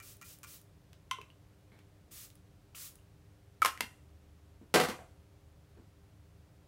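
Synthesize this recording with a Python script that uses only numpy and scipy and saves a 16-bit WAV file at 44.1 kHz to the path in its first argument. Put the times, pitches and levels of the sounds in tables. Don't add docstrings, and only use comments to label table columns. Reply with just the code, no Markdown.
import sys
import numpy as np
from scipy import signal
from scipy.fft import rfft, irfft
from scipy.io import wavfile
from scipy.ndimage import uniform_filter1d

SR = 44100
rng = np.random.default_rng(int(sys.argv[2]) if len(sys.argv) > 2 else 0)


def file_out(sig):
    cols = np.atleast_2d(sig).T
    lim = np.clip(cols, -1, 1)
    pcm = np.round(lim * 32767).astype(np.int16)
    wavfile.write(sys.argv[1], SR, pcm)


N = 294147
RING_S = np.arange(SR // 2) / SR

# start, valve delay and spray length in seconds, then in dB the mist level,
# the knock level, the snap relative to the knock and the change per rebound.
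STROKES = [(.001, 0.019, 0.11, -52.5, -42.5, -8, -5), (.214, .026, 0.1, -52.5, -44.5, -3.5, 0),
           (0.4318, .034, .1, -51.5, -45, 0.5, 0.5), (2.11, .001, .14, -49, -58, -3, -12),
           (2.747, .001, .13, -46, -46, -16, -12)]


def undb(db):
    return 10 ** (np.asarray(db) / 20)


def unit(x):
    return x / np.sqrt(np.mean(x ** 2))


def read(points, hz):
    f, value = np.transpose(points)
    return np.interp(np.log(np.maximum(hz, 1)), np.log(f), value)


def add(track, s, sound):
    start = max(int(s * SR), 0)
    track[start:start + len(sound)] += sound[:N - start]


def noise(spectrum, size):
    colour = undb(read(spectrum, np.fft.rfftfreq(size, 1 / SR)))
    return unit(irfft(rfft(rng.standard_normal(size)) * colour, size))


def drift(rate_hz):
    knots = rng.standard_normal(int(N / SR * rate_hz) + 2)
    return np.interp(np.arange(N) / SR * rate_hz, np.arange(len(knots)), knots)


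def fade(t60):
    return np.exp(-np.log(1000) * RING_S / t60)


def ring(modes, pitch=1):
    return sum((-1) ** k * undb(db) * fade(t60) * np.sin(2 * np.pi * hz * pitch * RING_S)
               for k, (hz, db, t60) in enumerate(modes))


def vary(modes, scatter_db=2, detune=0.0306):
    chance = rng.standard_normal((len(modes), 2))
    return [(hz * (1 + detune * a), db + scatter_db * b, t60)
            for (hz, db, t60), (a, b) in zip(modes, chance)]


def burst(spectrum, t60):
    size, full_size = 16384, len(RING_S)
    decay = fade(t60)[:size]
    sound = rng.standard_normal(size) * decay
    for _ in range(3):
        modes = rfft(sound)
        sound = irfft(modes / np.abs(modes)) * fade(10 * t60)[:size]
    colour = undb(read(spectrum, np.fft.rfftfreq(full_size, 1 / SR)))
    sound = irfft(rfft(sound, full_size) * colour, full_size) * (RING_S < size / SR)
    return sound * np.sqrt(np.sum(decay ** 2) / np.sum(sound ** 2))


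def radiate(x, hz, order):
    return signal.sosfilt(signal.butter(order, hz, "high", fs=SR, output="sos"), x)


def in_room(sound, early_db, late_db, first_s=0.002, build_s=0.00348):
    # frequency in Hz, t60 in seconds.
    room_t60 = [(100, 0.334), (500, 0.39), (2500, 0.38), (5000, 0.2985), (8000, 0.49), (15000, 0.33)]
    # frequency in Hz, relative level in dB.
    room_colour = [(150, -1.5), (1000, -1), (2800, 1.5), (5500, 0), (8000, -1.5), (15000, -3)]
    size = len(RING_S)
    hz = np.fft.rfftfreq(size, 1 / SR)
    white = rfft(rng.standard_normal(size))
    centres, t60s = np.transpose(room_t60)
    bands = [irfft(white * read(np.c_[centres, share], hz), size) for share in np.eye(len(centres))]
    late = sum(fade(t60) * band for t60, band in zip(t60s, bands))
    early = fade(t60=0.16) * rng.standard_normal(size)
    spectrum = rfft(undb(early_db) * unit(early) + undb(late_db) * unit(late), 2 * size)
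    ripple = np.sqrt(uniform_filter1d(np.abs(spectrum) ** 2, size=70))
    colour = undb(read(room_colour, np.fft.rfftfreq(2 * size, 1 / SR)))
    echoes = irfft(spectrum * colour / ripple)[:size]
    onset = np.clip((RING_S - first_s) / build_s, 0, 1)
    response = unit(echoes * onset) / np.sqrt(size)
    return sound + np.hypot(undb(early_db), undb(late_db)) * signal.fftconvolve(sound, response)[:N]


def fan(air_db=-62, drone_hz=76, wander_rad=0.35):
    # frequency in Hz, relative spectral density in dB.
    air_spectrum = [(15, -43.5), (25, -15.5), (43, -5), (59, -7), (82, -1.5), (164, -6.5), (267, -21),
                    (289, -14), (359, -24), (399, -13), (433, -24.5), (509, -17.5), (848, -25.5),
                    (1080, -27), (15500, -43)]
    # frequency in Hz, level in dB.
    hum_tones = [(101, -67.5), (300, -75.5), (400, -78.5)]
    # time in seconds, level in dB.
    drone_swell = [(3.4, -70), (4.1, -61), (5.2, -64.5)]
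    t = np.arange(N) / SR
    drone_db = np.interp(t, *np.transpose(drone_swell))
    hum = sum(undb(db) * np.sqrt(2) * np.sin(2 * np.pi * hz * t + wander_rad * drift(rate_hz=13))
              for hz, db in [*hum_tones, (drone_hz, drone_db)])
    return undb(air_db) * noise(air_spectrum, N) + hum


def bumps(rub_db=-7, ring_db=-3, gap_s=0.024, rebound_db=-6.5):
    # start in seconds, level in dB, pitch in Hz.
    knocks = [(1.185, -50, 425), (1.721, -53, 203), (2.078, -55.5, 278), (3.809, -45.5, 242),
              (4.614, -48, 257), (4.887, -42, 254), (4.99, -43, 663), (5.772, -47, 273)]
    out = np.zeros(N)
    for s, db, hz in knocks:
        for k in range(3):
            rub = burst([(hz / 2, -10), (hz, 0), (2 * hz, -15), (6 * hz, -28), (40 * hz, -55)], t60=0.1)
            knock = ring(vary([(hz, ring_db, 0.06)], detune=0.099))
            add(out, s + k * gap_s, undb(db + k * rebound_db) * (knock + undb(rub_db) * rub))
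    return out


def fingers(tap_t60=0.013, slide_stop_s=0.012, touch_db=6):
    # start in seconds, level in dB, ring frequency in Hz, relative tick level in dB.
    taps = [(.931, -61, 2420, 9.5), (1.2147, -41.5, 2620, -8.5), (1.302, -48.5, 2870, -19),
            (1.79, -55.5, 2700, -2.5), (2.3023, -64, 3620, 9.5), (2.749, -40.5, 2700, -10),
            (2.988, -59, 2840, -19), (3.7755, -40.5, 2010, -5)]
    # start and length in seconds, level in dB.
    slide = (1.719, .085, -70)
    # frequency in Hz, relative spectral density in dB.
    slide_spectrum = [(500, -1), (1700, -5), (2230, 4.5), (2600, -12), (4100, -9), (5000, -19),
                      (15000, -27)]
    out = np.zeros(N)
    for s, db, hz, tick_db in taps:
        tick = burst([(hz / 6, -14), (hz, 0), (hz * 6, -16)], t60=0.015)
        add(out, s, undb(db) * (ring([(hz, 0, tap_t60)]) + undb(tick_db) * tick))
    s, length, db = slide
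    pressure = np.exp(-np.maximum(RING_S - length, 0) / slide_stop_s) + undb(touch_db) * fade(tap_t60)
    add(out, s, undb(db) * pressure * noise(slide_spectrum, len(RING_S)))
    return out


def clatter(base_lag_s=0.012, rim_db=-2, rim_rattle_db=6, thud_db=-11, thud_hz=150, thud_t60=0.065):
    # start in seconds, base level in dB, relative rattle in dB.
    landings = [(4.7403, -29, 4), (4.7455, -20.5, -4), (4.7607, -28.5, -10), (4.7988, -28, -1),
                (4.836, -42, 5.5), (4.886, -38, -1)]
    # frequency in Hz, relative level in dB, t60 in seconds.
    desk_modes = [(168.3, -11, 0.12), (244, -18, 0.15), (370.7, -4.5, 0.079), (490, -2.5, 0.094),
                  (567, -4, 0.097), (768, -6.5, 0.12), (1023, -14, 0.15), (1256, -16, 0.046),
                  (1577, -15.5, 0.11), (2000, -14.5, 0.11), (2625, -26, 0.39)]
    # frequency in Hz, relative spectral density in dB.
    rattle_spectrum = [(25, -25), (60, -6), (150, 5.5), (500, 4.5), (1200, 4), (2500, -2.5), (5300, -5.5),
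                       (6300, -10), (11000, -12), (16000, -19)]

    def blow(db, rattle_db):
        return undb(db) * (ring(vary(desk_modes)) + undb(rattle_db) * burst(rattle_spectrum, t60=0.066))

    out = np.zeros(N)
    for s, db, rattle_db in landings:
        add(out, s, blow(db + rim_db, rattle_db + rim_rattle_db))
        thud = ring([(thud_hz, db + thud_db, thud_t60)])
        add(out, s + base_lag_s, blow(db, rattle_db) + thud)
    return radiate(out, hz=119, order=2)


def cap_pop(crack_db=-8, swell_s=0.0036):
    # start in seconds, shell and air levels in dB,
    # t60 of the hand's damping in seconds.
    pops = [(1.1117, -25, -24.5, .6), (1.185, -52, -30.5, 0.036)]
    # frequency in Hz, relative level in dB, t60 in seconds.
    shell_modes = [(1400, -4, 0.018), (2076, -6.5, 0.033), (2730, -4, 0.0084), (3080, 2, 0.015),
                   (5930, -7, 0.012)]
    # frequency in Hz, relative level in dB, t60 in seconds.
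    air_mode = (1050, 4.1, 0.053)
    # frequency in Hz, relative spectral density in dB.
    crack_spectrum = [(600, -36), (1200, -10), (3200, 4.5), (4200, -6.5), (6200, -9), (7500, -10.5),
                      (11000, -11.5), (16000, -27)]
    out = np.zeros(N)
    air = ring([air_mode]) * (1 - np.exp(-RING_S / swell_s))
    for s, shell_db, air_db, hand_t60 in pops:
        shell = ring(shell_modes) + undb(crack_db) * burst(crack_spectrum, t60=0.028)
        add(out, s, (undb(shell_db) * shell + undb(air_db) * air) * fade(hand_t60))
    return radiate(out, hz=885, order=4)


def cap_squeak(rise_s=0.00089, stop_s=0.001, wall_hz=2290, wall_db=-13):
    # start and length in seconds, level in dB, first and last frequency in Hz.
    glide = (3.6195, .0105, -17, 1370, 1250)
    s, length, db, first_hz, last_hz = glide
    phase = 2 * np.pi * np.cumsum(np.interp(RING_S, [0, length], [first_hz, last_hz])) / SR
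    grip = np.minimum(RING_S / rise_s, 1) * np.exp(-np.maximum(RING_S - length, 0) / stop_s)
    wall = undb(wall_db) * np.sin(2 * np.pi * wall_hz * RING_S)
    out = np.zeros(N)
    add(out, s, undb(db) * grip * (np.sin(phase) + wall))
    return out


def cap_snap():
    # start in seconds, shell and air levels in dB, pitch factor,
    # crack level in dB, crack t60 in seconds.
    snaps = [(3.6192, -37.5, -31.5, 1.05, -27, 0.019), (3.6269, -42.5, -41.5, 1.15, -34, 0.066),
             (3.6484, -20, -17.5, 0.98, -22, 0.019), (3.658, -37, -25, 0.99, -22.5, 0.041),
             (3.666, -45.5, -27, 1.2, -39.5, 0.032), (3.677, -48, -35.5, 0.82, -36.5, 0.068),
             (3.807, -21, -29, 0.913, -23.5, 0.025)]
    # nominal frequency in Hz, relative level in dB, t60 in seconds.
    shell_modes = [(2273, 0, 0.017), (2943, -3, 0.013), (5513, -5.5, 0.012)]
    air_modes = [(473.4, -17, 0.05), (1090, -3.5, 0.047), (1286, -4.5, 0.021)]
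    # frequency in Hz, relative spectral density in dB.
    crack_spectrum = [(30, -34.5), (120, -16.5), (300, -6), (600, -8), (1000, 2), (2200, 1.5), (3500, -5.5),
                      (7000, -9.5), (12000, -8), (16000, -20.5)]
    out = np.zeros(N)
    for s, shell_db, air_db, pitch, crack_db, t60 in snaps:
        shell = undb(shell_db) * ring(shell_modes, pitch)
        air = undb(air_db) * ring(air_modes, pitch)
        add(out, s, shell + air + undb(crack_db) * burst(crack_spectrum, t60))
    return radiate(out, hz=200, order=2)


def pump(rebound_s=0.0068, duller_db=-2, tick_db=1):
    # frequency in Hz, relative level in dB, t60 in seconds.
    head_modes = [(1144, -13, 0.036), (1425, -13, 0.06), (1960, -12.5, 0.04), (2358, -11.5, 0.1),
                  (2840, -16, 0.039), (6700, -13, .012)]
    plunger_modes = [(9840, 2, 0.011)]
    # frequency in Hz, relative spectral density in dB.
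    snap_spectrum = [(500, -42), (1300, 7), (3000, -4), (4200, -3.5), (7000, 3), (12000, -3), (16000, -0.5)]
    # start in seconds, level in dB.
    releases = [(.168, -56), (.387, -54), (0.6144, -54.5), (2.3543, -55.5), (2.9556, -52)]
    out = np.zeros(N)
    for s, _, _, _, db, snap_db, rebound_db in STROKES:
        for k in range(3):
            head = ring(vary(head_modes))
            snap = undb(snap_db + k * duller_db) * burst(snap_spectrum, t60=0.027)
            add(out, s + k * rebound_s, undb(db + k * rebound_db) * (head + snap))
    for s, db in releases:
        tick = burst([(1600, -10), (9900, -6), (16000, -2)], t60=0.015)
        add(out, s, undb(db) * (ring(plunger_modes) + undb(tick_db) * tick))
    return out


def mist(open_s=0.0057, stop_s=0.026):
    # frequency in Hz, relative spectral density in dB.
    hiss_spectrum = [(410, -58), (700, -25), (873, -43), (1050, -7.5), (1390, -8), (1520, -9.5),
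                     (2110, -7.5), (2560, -5.5), (3870, -4), (4700, -4), (5220, -2.5), (7220, -1.5),
                     (15500, -1.5)]
    flow = np.zeros(N)
    for s, wait, length, db, *_ in STROKES:
        push = np.interp(RING_S, [0, open_s, 0.59 * length, length], [0, 0.64, 1, 0.71])
        shutoff = np.exp(-np.maximum(RING_S - length, 0) / stop_s)
        add(flow, s + wait, undb(db) * push * shutoff)
    return flow * noise(hiss_spectrum, N)


def scene():
    spray = in_room(mist(), early_db=-16, late_db=-17)
    handling = in_room(pump() + fingers(), early_db=-8, late_db=-15.5)
    pop = in_room(cap_pop(), early_db=-8, late_db=-15.5)
    squeak = in_room(cap_squeak(), early_db=-15, late_db=-21.5)
    snap = in_room(cap_snap(), early_db=-8.5, late_db=-17)
    desk = in_room(clatter() + bumps(), early_db=-3, late_db=-10)
    return (spray + handling + pop + squeak + snap + desk + fan())[None]


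def record(dry, low_hz=34, top_hz=15750):
    sound = signal.sosfilt(signal.butter(4, low_hz, "high", fs=SR, output="sos"), dry)
    return signal.sosfilt(signal.ellip(10, 0.1, 70, top_hz, fs=SR, output="sos"), sound)


dry = scene()
out = record(dry)
file_out(out)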